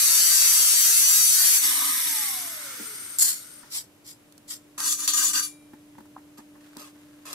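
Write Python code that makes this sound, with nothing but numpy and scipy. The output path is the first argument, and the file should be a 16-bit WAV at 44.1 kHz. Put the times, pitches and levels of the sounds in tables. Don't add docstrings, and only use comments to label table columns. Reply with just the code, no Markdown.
import sys
import numpy as np
from scipy import signal
from scipy.fft import rfft, irfft, next_fast_len
from scipy.io import wavfile
from scipy.ndimage import uniform_filter1d, map_coordinates

SR = 44100
rng = np.random.default_rng(int(sys.argv[2]) if len(sys.argv) > 2 else 0)


def wrap_up_sound(samples):
    columns = np.atleast_2d(samples).T
    tamed = np.clip(columns, -1, 1)
    steps = np.round(tamed * 32767).astype(np.int16)
    wavfile.write(sys.argv[1], SR, steps)


N = 323686
TIME = np.arange(N) / SR
HZ = np.maximum(np.arange(N // 2 + 1) * SR / N, 1)


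def from_db(db):
    return 10 ** (np.asarray(db) / 20)


def rms_one(x):
    return x / np.sqrt(np.mean(x ** 2) + 1e-20)


def curve(rows, axis=1):
    rows = np.array(rows)
    return np.interp(TIME, rows[:, 0], rows[:, axis])


def at_hz(points, hz=HZ):
    points = np.array(points)
    return np.interp(np.log(hz), np.log(points[:, 0]), points[:, 1])


def colour_gain(points):
    return from_db(at_hz(points))


def rise(start_s, attack_s):
    return np.sin(np.pi / 2 * np.clip((TIME - start_s) / attack_s, 0, 1)) ** 2


def release(end_s, t60):
    return from_db(-60 * np.clip((TIME - end_s) / t60, 0, 3))


def gestures(rows, t60, axis=3):
    power = 0
    for row in rows:
        release_s = sum(row[:3])
        power = power + (from_db(row[axis]) * rise(row[0], row[1]) * release(release_s, t60)) ** 2
    return np.sqrt(power)


def blows(rows):
    out = np.zeros(N)
    for s, db, t60 in rows:
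        tail = out[int(s * SR):][:SR // 2]
        tail += from_db(db - 60 * TIME[:len(tail)] / t60)
    return out


def white():
    return rng.standard_normal((2, N))


def drift(rate):
    r = np.exp(-40 * np.pi * rate / SR)
    slow = signal.lfilter([1], [1, -2 * r, r * r], rng.standard_normal(N // 20 + 4002))
    slow = slow[4000:]
    return np.interp(np.arange(N) / 20, np.arange(len(slow)), rms_one(slow))


def grit(per_s, spread_db):
    sizes = from_db(spread_db * np.minimum(rng.exponential(1, N), 5))
    return rms_one(white() * sizes * (rng.random(N) < per_s / SR))


def low_share(edge_hz):
    return 1 / np.sqrt(1 + (HZ / edge_hz) ** 8)


def high_share(edge_hz):
    return np.sqrt(1 - low_share(edge_hz) ** 2)


def shaped(x, gain):
    size = next_fast_len(N, True)
    gain = np.interp(np.arange(size // 2 + 1) * SR / size, HZ, gain)
    return rms_one(irfft(rfft(x, size) * gain, size)[..., :N])


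def resonances(modes):
    return np.sqrt(sum(from_db(db) ** 2 / (1 + ((HZ ** 2 - hz ** 2) / (HZ * width)) ** 2)
                       for hz, width, db in modes))


def body(colour, modes, lift_db):
    relief = 1 + (from_db(lift_db) * resonances(modes)) ** 2
    return colour_gain(colour) * np.sqrt(relief / uniform_filter1d(relief, size=12001))


# frequency in Hz, correlation (1 is the same, 0 unrelated, below 0 opposed).
LEFT_RIGHT_LIKENESS = [(100, 0.92), (300, 0.76), (700, 0.15), (1400, 0.54), (2800, -0.37), (5000, 0.37),
                       (9000, -0.31), (14000, 0.03)]


def stereo(pair, gain, balance=((100, 0), (10000, 0))):
    alike, lean = np.clip(at_hz(LEFT_RIGHT_LIKENESS), -.95, .95), from_db(at_hz(balance) / 2)
    size = next_fast_len(N, True)
    hz = np.arange(size // 2 + 1) * SR / size
    alike, lean, gain = (np.interp(hz, HZ, v) for v in (alike, lean, gain))
    mid, side = rfft(pair, size) * gain
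    side = side * np.sqrt((1 - alike) / (1 + alike))
    out = irfft(np.array([(mid + side) * lean, (mid - side) / lean]), size)[:, :N]
    return out / np.std(out.mean(0))


def pan(x, left_db):
    return x * from_db([[left_db / 2], [-left_db / 2]])


def ringing(force, t60, wet_db, shift_rate, uneven_db):
    t = TIME[:SR // 5]
    place = 1.65 * drift(shift_rate)
    out = force
    for weight in (np.cos(place), np.sin(place)):
        spectrum = rfft(rng.standard_normal((2, len(t))))
        strength = rms_one(uniform_filter1d(rng.standard_normal(spectrum.shape[1]), size=14))
        uneven = from_db(uneven_db * np.clip(strength, -3, 1.5))
        tail = irfft(spectrum * uneven, len(t)) * from_db(-60 * t / t60)
        tail = tail / np.sqrt(np.sum(tail ** 2) / 2)
        out = out + from_db(wet_db) * signal.fftconvolve(force * weight, tail, axes=1)[:, :N]
    return rms_one(out)


def singing(modes, wander_db, wander_rate):
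    out = 0
    for hz, width, db in modes:
        tone = signal.lfilter(*signal.iirpeak(hz, hz / width, fs=SR), white())
        out = out + tone * from_db(db + wander_db * np.clip(drift(wander_rate), -2, 2))
    return out / np.std(out.mean(0))


# time in seconds, disc turns per second.
DISC_SPEED = [(0.0, 160), (0.04, 164), (0.1, 167.5), (0.16, 172.5), (0.24, 175.4), (0.34, 173),
              (0.405, 169), (0.475, 174), (0.525, 172.7), (0.59, 177), (0.69, 173.8), (0.81, 174),
              (0.89, 177.8), (0.94, 176.4), (1.0, 180.2), (1.055, 181.6), (1.12, 179.2), (1.36, 184),
              (1.49, 188.3), (1.55, 195), (1.6, 202)]
GEAR_RATIO = 3.72
OFF_S, OFF_TURNS_PER_S = 1.55, 700.7
DRAG_TIME_S, FRICTION_HZ_PER_S = 2.25, 165.1


def rotor_speed():
    friction = FRICTION_HZ_PER_S * DRAG_TIME_S
    coasting = (OFF_TURNS_PER_S + friction) * np.exp((OFF_S - TIME) / DRAG_TIME_S) - friction
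    in_cut = TIME < DISC_SPEED[-1][0]
    return np.where(in_cut, curve(DISC_SPEED) * GEAR_RATIO, np.maximum(coasting, 1))


def rotor_turns(speed, wobble=0.0012):
    turns = np.cumsum(speed * (1 + wobble * drift(25.5))) / SR
    return turns, turns / GEAR_RATIO


# frequency in Hz, level in dB per Hz.
CUT_COLOUR = [(440, -35.5), (750, -30), (1200, -18.5), (1470, -20), (1590, -15.5), (2250, -18),
              (2680, -17.5), (3130, -21), (3750, -12.5), (4530, -7), (5140, -21), (5770, -2), (6990, -5.5),
              (12100, -2.5), (14800, -9), (15800, -17.5)]
# frequency in Hz, width in Hz, level in dB.
CLAMPED_STEEL_MODES = [(4630, 260, -1.5), (5380, 330, -4.5), (6400, 39, -5), (7570, 30, -7),
                       (7720, 140, -11.5), (9000, 75, -15.5), (9930, 460, -7.5), (11270, 39, 0),
                       (12240, 31, 5.5), (11700, 47, -2), (12060, 22, -7), (12680, 600, 1),
                       (13000, 260, -4.5)]
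# frequency in Hz, left minus right in dB.
CUT_BALANCE = [(60, 2.5), (110, 5), (200, 13), (380, -5.5), (700, -0.5), (1290, -6), (2380, -2), (4400, 2),
               (8120, 5.5), (15000, -2)]
# time in seconds, level in dB.
GROWL_LEVEL = [(0.0, -35.5), (0.448, -34), (0.634, -37), (0.888, -34.5), (0.962, -38.5), (1.164, -35.5),
               (1.294, -39.5), (1.402, -33.5), (1.55, -35.5)]
CUT_DB, THROUGH_S, CUT_RELEASE_T60_S = -21, 1.57, 0.46


def cutting(disc, fresh_db=-7.0, rumble_db=-11, throb=0.07, lift_db=8, growl_db=-3.5):
    points, kept = 256, .68
    rim = rng.standard_normal((2, int(disc[-1]) + 22, points))
    rim = signal.lfilter([1], [1, -2 * kept, kept ** 2], rim, axis=1)[:, 20:]
    bite = rms_one(np.array([map_coordinates(r.ravel(), [disc * points], order=3) for r in rim]))
    sparks = shaped(grit(14000, 1.6), 1 - low_share(2250))
    rumble = shaped(white(), low_share(2300))
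    force = bite + from_db(fresh_db) * sparks + from_db(rumble_db) * rumble
    force = force * (1 + throb * np.cos(2 * np.pi * disc))
    force = ringing(force, t60=0.28, wet_db=-4.0, shift_rate=1.49, uneven_db=-4.5)
    steel = body(CUT_COLOUR, CLAMPED_STEEL_MODES, lift_db)
    screech = stereo(force, steel * high_share(3070), CUT_BALANCE)
    growl = stereo(force, steel * low_share(3070), CUT_BALANCE)
    screech, growl = (x / np.std(x.mean(0)[TIME < THROUGH_S]) for x in (screech, growl))
    screech = screech * from_db(CUT_DB + 0.1117 * drift(29.84))
    growl = growl * from_db(curve(GROWL_LEVEL) + growl_db)
    return (screech + growl) * release(THROUGH_S, CUT_RELEASE_T60_S)


# multiple of the disc speed, level in dB.
BUZZ_OVERTONES = [(7, -29), (9, -21.5), (12, -16), (15, -16.5), (18, -14), (22, -19.5), (25, -9),
                  (28, -4.5), (33, -5.5), (37, -18.5)]
BUZZ_DB = -40


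def disc_buzz(disc, waver_db=6.0, rough_db=3.5, jitter=0.45, flare_db=4, flare_s=0.096):
    orders, levels = np.transpose(BUZZ_OVERTONES)
    out = np.zeros((2, N))
    cut = TIME < THROUGH_S + CUT_RELEASE_T60_S
    for k in range(7, 41):
        waver = np.minimum(waver_db * drift(5.3) + rough_db * drift(55), 6)[cut]
        level_db = BUZZ_DB + np.interp(k, orders, levels) + waver
        angle = 2 * np.pi * (k * disc[cut] + rng.random((2, 1))) + jitter * drift(48)[cut]
        out[:, cut] += 2 * np.sin(angle) * from_db(level_db)
    flare = from_db(flare_db * rise(THROUGH_S - flare_s, flare_s))
    return pan(out, 1.1) * flare * release(THROUGH_S, t60=0.051)


# frequency in Hz, width in Hz, level in dB.
CUT_SINGING_MODES = [(4617, 52, 1.5), (5820, 59, -1.5), (5960, 72, 2.5), (7320, 29, 0), (7890, 41, 3),
                     (8360, 38, -4), (8810, 95, -3.5), (10080, 140, 2), (11270, 35, 1), (12580, 120, -5)]


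def cut_singing(sing_db=-28):
    song = singing(CUT_SINGING_MODES, wander_db=3.5, wander_rate=9.0)
    return pan(song, 2.5) * from_db(sing_db) * rise(0, attack_s=0.16) * release(THROUGH_S, t60=0.24)


DRONE_DB, EASES_S, EASING_DB_PER_S = -54.5, 0.62, 8.5


def armature_drone(rotor):
    angle = 2 * np.pi * rotor
    level_db = DRONE_DB - EASING_DB_PER_S * np.maximum(TIME - EASES_S, 0) + 2 * drift(10.7)
    tone = np.sin(angle) + 0.98 * np.sin(2 * angle)
    return tone * from_db(level_db) * release(THROUGH_S, CUT_RELEASE_T60_S)


FREE_S, HISS_ENDS_S = 1.6, 3.395
TONES_END_S = 4.1


def free_running():
    return rise(FREE_S, attack_s=0.045) * release(HISS_ENDS_S, t60=1.0)


# frequency in Hz, level in dB per Hz.
HISS_COLOUR = [(1590, -48), (2700, -14.5), (3020, -5.5), (4500, -4.5), (4810, -4), (5950, 0), (7380, -3.5),
               (8490, 4), (9490, -4.5), (10300, 2.5), (11100, -0.5), (12900, 2), (15200, -12), (15800, -29)]
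# time in seconds, level of the hiss in dB.
HISS_LEVEL = [(1.63, -22), (1.754, -25.5), (2.256, -29), (2.59, -40), (3.17, -46.5)]


def fan_hiss():
    brushes = ringing(grit(14000, 0.33), t60=0.039, wet_db=-2.5, shift_rate=7.2, uneven_db=-5.5)
    hiss = stereo(brushes, colour_gain(HISS_COLOUR)) * from_db(curve(HISS_LEVEL))
    return pan(hiss * free_running(), 1.1)


# frequency in Hz, level in dB per Hz.
GEAR_COLOUR = [(110, -47), (180, -21.5), (216, -16), (290, -1.5), (324, -19), (477, -22), (717, -14.5),
               (889, -10), (985, -4), (1210, -3.5), (1450, -8.5), (2200, 2), (2700, -12), (3510, -43),
               (5940, -120)]
GEAR_DB, GEAR_LOSS_DB = -36, 11


def gear_rattle(disc, halvings):
    throbbing = white() * (1 + .5 * np.cos(2 * np.pi * disc))
    rattle = ringing(throbbing, t60=0.059, wet_db=4.0, shift_rate=1.55, uneven_db=0.0)
    gears = stereo(rattle, colour_gain(GEAR_COLOUR)) * from_db(GEAR_DB - GEAR_LOSS_DB * halvings)
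    return pan(gears * free_running(), -4.5)


WHINE_DB, WHINE_LOSS_DB, WHINE_FROM_S = -44, 10.5, 1.74


def coasting_whine(rotor, halvings, flutter):
    whine = np.sqrt(2) * np.sin(4 * np.pi * rotor + flutter)
    whine = whine * from_db(WHINE_DB - WHINE_LOSS_DB * halvings + 2.92 * drift(30) + 2 * drift(4))
    return whine * rise(WHINE_FROM_S, attack_s=0.089) * release(TONES_END_S, t60=.05)


# start in seconds, attack in seconds, hold in seconds, level in dB.
GEAR_TONE = [(2.09, 0.073, 0.19, -47)]
GEAR_TONE_ORDER = 10.35


def gear_tone(disc, flutter):
    tone = np.sin(2 * np.pi * GEAR_TONE_ORDER * disc + flutter)
    return tone * gestures(GEAR_TONE, t60=0.2) * from_db(2 * drift(25))


# start in seconds, attack in seconds, hold in seconds, level in dB.
WHISTLE = [(2.76, .04, 0.125, -50)]


def commutator_whistle(rotor):
    return np.sin(62.3 * 2 * np.pi * rotor + 1.3 * drift(120)) * gestures(WHISTLE, t60=.15)


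# start in seconds, attack in seconds, hold in seconds, level in dB.
GUARD_RING = [(1.74, 0.026, 0.14, -41.5)]
CASE_RING = [(1.8, 0.1, 0.42, -48.5)]
# frequency in Hz, width in Hz, level in dB.
GUARD_MODES = [(1235, 40, 1.5), (1140, 76, -1), (976, 43, -2)]
CASE_MODES = [(1960, 140, 9.5), (2050, 190, -1)]


def guard_and_case():
    guard = stereo(white(), resonances(GUARD_MODES) ** 2) * gestures(GUARD_RING, t60=0.43)
    case = stereo(white(), resonances(CASE_MODES) ** 2) * gestures(CASE_RING, t60=.6)
    return pan(guard + case, -4)


# time in seconds, frequency in Hz.
RUSH_PITCH = [(1.6, 8800), (1.8, 8780), (1.95, 8770), (2.08, 8450), (2.35, 8100), (2.6, 8400)]
RUSH_LOSS_DB = 13


def air_rush(halvings, rush_db=-35, width_hz=170):
    angle = 2 * np.pi * np.cumsum(curve(RUSH_PITCH)) / SR
    rush = np.array([drift(width_hz) * np.cos(angle) + drift(width_hz) * np.sin(angle)
                     for side in range(2)])
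    level = from_db(rush_db - RUSH_LOSS_DB * halvings)
    return rush * level * rise(FREE_S, attack_s=.06) * release(TONES_END_S, t60=.1)


# time in seconds, level in dB.
BEARING_LEVEL = [(1.5, -77), (2.4, -51.5), (2.7, -44), (3.15, -51), (3.45, -56), (3.68, -57), (3.9, -100)]
# frequency in Hz, width in Hz, level in dB.
BEARING_MODES = [(1412, 180, -1.5), (2050, 340, -11.5), (2990, 1100, -21.5), (5130, 2160, -11)]


def dry_bearings():
    return pan(stereo(white(), resonances(BEARING_MODES)) * from_db(curve(BEARING_LEVEL)), 1.1)


# start in seconds, attack in seconds, hold in seconds, level in dB.
SQUEALS = [(2.45, 0.1, 0.22, -61), (2.78, 0.058, 0.32, -45.5), (3.3, 0.033, 0.26, -54.5)]
# frequency in Hz, width in Hz, level in dB.
SQUEAL_MODES = [(8730, 130, 4), (12000, 200, -14)]


def bearing_squeal():
    squeal = pan(stereo(white(), resonances(SQUEAL_MODES)), 5.1)
    return squeal * gestures(SQUEALS, t60=.3) * from_db(1.6 * drift(35))


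# start in seconds, attack in seconds, hold in seconds, level in dB, level of the low part in dB.
SKIDS = [(3.185, 0.0008, 0.021, -22, -41.5), (3.206, 0.0053, 0.02, -20.5, -35.5),
         (3.24, .008, 0.026, -27.5, -37.5), (3.272, 0.0051, 0.012, -24.5, -34)]
# frequency in Hz, level in dB per Hz.
SKID_COLOUR = [(290, -67.5), (500, -29.5), (697, -32.5), (1110, -24.5), (1680, -20.5), (2050, -18.5),
               (2520, -24.5), (3450, -15.5), (3850, -18.5), (4300, -4), (5200, -6.5), (6550, -7),
               (6900, 2.5), (8150, 1), (8500, -2.5), (14700, -6), (15800, -38)]
# frequency in Hz, width in Hz, level in dB.
SKID_MODES = [(1767, 30, -16), (4280, 180, 0), (7800, 80, -8.5), (8760, 130, -3), (9700, 110, -1),
              (9840, 43, -4), (12000, 130, -16), (13200, 112, -2.5)]
SKID_T60_S = 0.26


def skid():
    force = ringing(grit(14000, 1.2), t60=0.086, wet_db=2.5, shift_rate=2.6, uneven_db=1.5)
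    force = force * from_db(1.05 * drift(90))
    steel = body(SKID_COLOUR, SKID_MODES, lift_db=3.0)
    scratch = stereo(force, steel * high_share(5200)) * gestures(SKIDS, SKID_T60_S)
    grind = stereo(force, steel * low_share(5200) * low_share(4250)) * gestures(SKIDS, SKID_T60_S, axis=4)
    return pan(scratch, 2.2) + grind


# start in seconds, attack in seconds, hold in seconds, level in dB, level of the low part in dB.
STROKES = [(4.777, 0.0042, 0.094, -35.5, -41.5), (4.785, 0.09, 0.052, -25, -49),
           (4.965, 0.038, 0.053, -33, -48.5), (5.075, 0.0052, 0.015, -26, -41.5),
           (5.134, 0.0017, 0.033, -24.5, -40.5), (5.165, 0.011, 0.064, -23.5, -40),
           (5.22, 0.036, 0.042, -26.5, -44.5), (5.327, 0.0098, 0.059, -25.5, -39.5),
           (5.42, 0.011, 0.0086, -31.5, -53)]
# frequency in Hz, level in dB per Hz.
STROKE_COLOUR = [(60, -57), (240, -21.5), (400, -29), (812, -27), (1050, -13), (1210, -12.5), (1410, -19),
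                 (2570, -15.5), (2820, -13), (4620, 1), (5470, -1), (6090, 8.5), (6570, -2), (7100, 4),
                 (8700, 0), (10300, -3), (12700, -0.5), (15800, -10)]
# frequency in Hz, width in Hz, level in dB.
BENDING_MODES = [(1213, 34, -4), (1557, 70, -9.5)]
# frequency in Hz, width in Hz, level in dB.
STROKE_MODES = [(2913, 21, -2.5), (3490, 30, -5.5), (4620, 18, 0), (4800, 25, -4), (5740, 41, -12),
                (6090, 44, 3), (6600, 14, 0), (6890, 17, 3), (7015, 28, 10.5), (7330, 29, 3), (7500, 22, 0),
                (7870, 80, 0), (8600, 64, -7), (10330, 140, -0.5), (11100, 27, 3)]
# frequency in Hz, level in dB, time to fall 60 dB in seconds.
PIECE_TONES = [(2360, -5, 0.81), (3840, -14, 0.98), (5243, -13, 0.56), (6800, 0, 0.37), (8716, -6, 0.46),
               (9640, -10, 0.78), (9938, -2, 0.38), (10910, -12, 0.87), (12240, -15, 0.4)]
# start in seconds, attack in seconds, hold in seconds, level in dB.
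SQUEAKS = [(5.17, 0.015, 0.042, -38), (5.34, 0.015, 0.035, -35)]
# frequency in Hz, width in Hz, level in dB.
SQUEAK_MODES = [(2830, 90, 0), (1550, 50, 2), (4680, 46, 5)]
STROKE_T60_S = 0.2


def scraping(ring_db=-29, rasp_db=-2.5, sing_db=-3.0, groan_db=-1.5, bend_db=-4):
    pressure = gestures(STROKES, STROKE_T60_S)
    force = grit(4500, 1.1) * from_db(2.0 * drift(120))
    force = ringing(force, t60=0.2, wet_db=5.5, shift_rate=3.6, uneven_db=4.0)
    steel = colour_gain(STROKE_COLOUR)
    song = from_db(sing_db) * singing(STROKE_MODES, wander_db=6.0, wander_rate=9.2)
    rasp = (from_db(rasp_db) * stereo(force, steel * high_share(1880)) + song) * pressure
    bending = stereo(white(), resonances(BENDING_MODES) ** 2) * from_db(bend_db + 3.9 * drift(12))
    groan = from_db(groan_db) * stereo(force, steel * low_share(1880)) + bending
    groan = groan * gestures(STROKES, STROKE_T60_S, axis=4)
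    drive, rings = white() * pressure + 1e-18, 0
    for hz, db, t60 in PIECE_TONES:
        r, w = from_db(-60 / (t60 * SR)), 2 * np.pi * hz / SR
        tone = signal.lfilter([0, np.sin(w)], [1, -2 * r * np.cos(w), r * r], drive)
        rings = rings + from_db(db) * np.sqrt(1 - r * r) * tone
    squeak = singing(SQUEAK_MODES, wander_db=2.5, wander_rate=12.0) * gestures(SQUEAKS, t60=.2)
    return pan(rasp + squeak + from_db(ring_db) * rings, 2.7) + pan(groan, -4.0)


LIFT_S, LIFT_DB = 5.41, -44.5


def free_ring():
    tones = 0
    for hz, db, t60 in PIECE_TONES:
        tone = np.sin(2 * np.pi * (hz * TIME + rng.random()))
        tones = tones + from_db(LIFT_DB + db) * tone * release(LIFT_S, t60)
    return pan(tones, 2.4) * rise(LIFT_S, attack_s=.01)


# time in seconds, level in dB, time to fall 60 dB in seconds.
CLANKS = [(5.077, -27.5, 0.33)]
# frequency in Hz, width in Hz, level in dB.
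CLANK_MODES = [(3380, 490, -7), (4330, 310, -3), (4560, 270, -2)]


def clanks():
    return pan(stereo(white(), resonances(CLANK_MODES)), 2.0) * blows(CLANKS)


# start in seconds, attack in seconds, hold in seconds, level in dB.
SLIDES = [(3.69, 0.07, 0.025, -32), (4.035, 0.046, 0.033, -46), (4.47, 0.044, 0.017, -36)]
# frequency in Hz, level in dB per Hz.
SLIDE_COLOUR = [(350, -60), (600, -22), (1260, -9.5), (1540, -12.5), (2230, -12), (2490, -14.5),
                (3460, -5.5), (4300, -0.5), (5500, 0), (6600, -3), (7970, -2.5), (9650, -3), (13000, -3),
                (15800, -17)]
# frequency in Hz, width in Hz, level in dB.
SLIDE_MODES = [(3540, 33, -12), (5000, 33, 1), (5520, 35, -5), (5790, 52, -0.5), (7350, 100, 0.5),
               (8070, 68, 2.5), (11130, 150, -12)]
SLIDE_T60_S = 0.14


def slides(sing_db=-4):
    force = ringing(grit(6000, 1.6), t60=0.076, wet_db=2.5, shift_rate=1.6, uneven_db=1.5)
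    song = from_db(sing_db) * singing(SLIDE_MODES, wander_db=4.5, wander_rate=13.0)
    rasp = stereo(force, colour_gain(SLIDE_COLOUR)) + song
    return pan(rasp, 1.2) * gestures(SLIDES, SLIDE_T60_S) * from_db(1.0 * drift(90) - 1.6)


# time in seconds, thud level in dB, clack level in dB, time to fall 60 dB in seconds.
KNOCKS = [(2.798, -39, -57, 0.14), (2.83, -53, -70, 0.071), (3.001, -47.5, -64, 0.09),
          (3.631, -55, -49.5, 0.11), (5.734, -43.5, -47.5, 0.061), (5.952, -66, -54, 0.05),
          (5.983, -41.5, -45, 0.057), (6.005, -44.5, -52, 0.049), (6.055, -46, -56, 0.053),
          (6.179, -53, -49.5, 0.091), (6.383, -49.5, -49.5, 0.087), (6.393, -62, -50, 0.054),
          (6.553, -53, -54.5, 0.16), (6.766, -39, -47, 0.081), (6.96, -52, -58, 0.033)]
# frequency in Hz, level in dB per Hz.
THUD_COLOUR = [(30, -45), (70, -32), (120, -17), (240, 6.5), (420, -4), (900, -29.5)]
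CLACK_COLOUR = [(300, -4.5), (600, -15), (900, 7), (1250, -7), (1800, -4), (4000, -60), (12000, -53.5)]


def knocks():
    soft = blows([(s, thud, t60) for s, thud, clack, t60 in KNOCKS])
    soft = uniform_filter1d(soft, size=350)
    hard = blows([(s, clack, t60) for s, thud, clack, t60 in KNOCKS])
    thuds = stereo(white(), colour_gain(THUD_COLOUR)) * soft
    clacks = stereo(white(), colour_gain(CLACK_COLOUR)) * hard
    return thuds + clacks


# time in seconds, level in dB.
TICKS = [(3.1853, -39), (4.3237, -41.5), (4.379, -38.5), (4.8035, -16), (4.926, -15), (5.0773, -10),
         (5.7344, -59), (6.382, -41), (6.769, -31), (7.33, -22)]


def grit_ticks(tick_db=-7, tick_t60=0.016):
    cracks = blows([(s, db + tick_db, tick_t60) for s, db in TICKS])
    return stereo(white(), colour_gain(SLIDE_COLOUR)) * cracks


# start in seconds, attack in seconds, hold in seconds, level in dB.
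SCUFFS = [(6.37, 0.0078, 0.006, -51.5), (6.778, 0.0067, 0.037, -46), (6.825, 0.012, 0.045, -53),
          (7.252, 0.0039, 0.097, -43.5), (7.315, 0.016, .03, -40.5)]
# frequency in Hz, level in dB per Hz.
SCUFF_COLOUR = [(210, -44), (350, -9), (602, -5.5), (855, -12), (1070, -2), (2260, -13), (3500, -13.5),
                (5200, -11.5), (6800, -12.5), (9040, -14.5), (11300, -15), (13000, -14), (15800, -38)]
SCUFF_T60_S = 0.17


def scuffs():
    dragging = ringing(grit(4000, 0.97), t60=0.043, wet_db=8.0, shift_rate=7.2, uneven_db=3.0)
    dragging = dragging * from_db(0.6 * drift(60))
    return stereo(dragging, colour_gain(SCUFF_COLOUR)) * gestures(SCUFFS, SCUFF_T60_S)


# time in seconds, level in dB.
STONE_KNOCKS = [(6.163, -31.5)]
# frequency in Hz, level in dB, time to fall 60 dB in seconds.
STONE_TONES = [(785, 1, 0.028), (1030, 7.5, 0.019), (1260, -2, 0.026), (1610, -12, 0.02)]


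def stone_knock():
    out = 0
    for s, db in STONE_KNOCKS:
        for hz, mode_db, t60 in STONE_TONES:
            tone = np.sin(2 * np.pi * hz * (TIME - s)) * from_db(db + mode_db)
            out = out + tone * rise(s, attack_s=0.0028) * release(s, t60)
    return out


# start in seconds, attack in seconds, hold in seconds, level in dB.
RUSTLES = [(6.59, 0.035, 0.16, -62), (6.92, 0.046, 0.28, -66)]
# frequency in Hz, level in dB per Hz.
RUSTLE_COLOUR = [(400, -13), (900, -4), (1500, -2), (2400, -9.5), (4500, -11.5), (12000, -18), (15800, -28)]


def rustle():
    creases = grit(2500, 1.4) * from_db(2.1 * drift(39))
    return stereo(creases, colour_gain(RUSTLE_COLOUR)) * gestures(RUSTLES, t60=.25)


HUM_HZ, HUM_FAINT_DB, HUM_FULL_DB = 296.4, -64, -52.5
HUM_SWELL_FROM_S, HUM_SWELL_S = 3.9, 1.9


def distant_hum(octave_db=-20):
    angle = 2 * np.pi * HUM_HZ * TIME + 0.067 * drift(4)
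    swell_s = [HUM_SWELL_FROM_S, HUM_SWELL_FROM_S + HUM_SWELL_S]
    swell = np.interp(TIME, swell_s, from_db([HUM_FAINT_DB, HUM_FULL_DB]))
    octave = from_db(octave_db) * np.sin(2 * angle + drift(4))
    return np.sqrt(2) * (np.sin(angle) + octave) * swell


# frequency in Hz, level in dB per Hz.
AIR_COLOUR = [(15, -51), (25, -14.5), (55, -21.5), (107, -8.5), (241, -10), (299, -10.5), (352, -11),
              (542, -17), (604, -12.5), (672, -19.5), (1730, -24.5), (3880, -29.5), (13100, -31),
              (14600, -37), (15800, -41.5)]
AIR_DB = -59


def outdoor_air():
    return stereo(white(), colour_gain(AIR_COLOUR)) * from_db(AIR_DB)


def scene():
    speed = rotor_speed()
    rotor, disc = rotor_turns(speed)
    halvings = np.log2(OFF_TURNS_PER_S / speed)
    flutter = .45 * drift(35)
    cut = cutting(disc) + disc_buzz(disc) + cut_singing() + armature_drone(rotor)
    motor = fan_hiss() + gear_rattle(disc, halvings) + air_rush(halvings)
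    tones = coasting_whine(rotor, halvings, flutter) + gear_tone(disc, flutter)
    tones = tones + commutator_whistle(rotor) + guard_and_case()
    grinder = cut + motor + tones + dry_bearings() + bearing_squeal() + skid()
    piece = scraping() + free_ring() + clanks() + slides()
    worker = knocks() + grit_ticks() + scuffs() + stone_knock() + rustle()
    return grinder + piece + worker + distant_hum() + outdoor_air()


CUTOFF_HZ = 15600


def record(dry):
    low_pass = signal.ellip(10, .2, 80, CUTOFF_HZ, fs=SR, output="sos")
    return signal.sosfilt(low_pass, dry)


dry = scene()
out = record(dry)
wrap_up_sound(out)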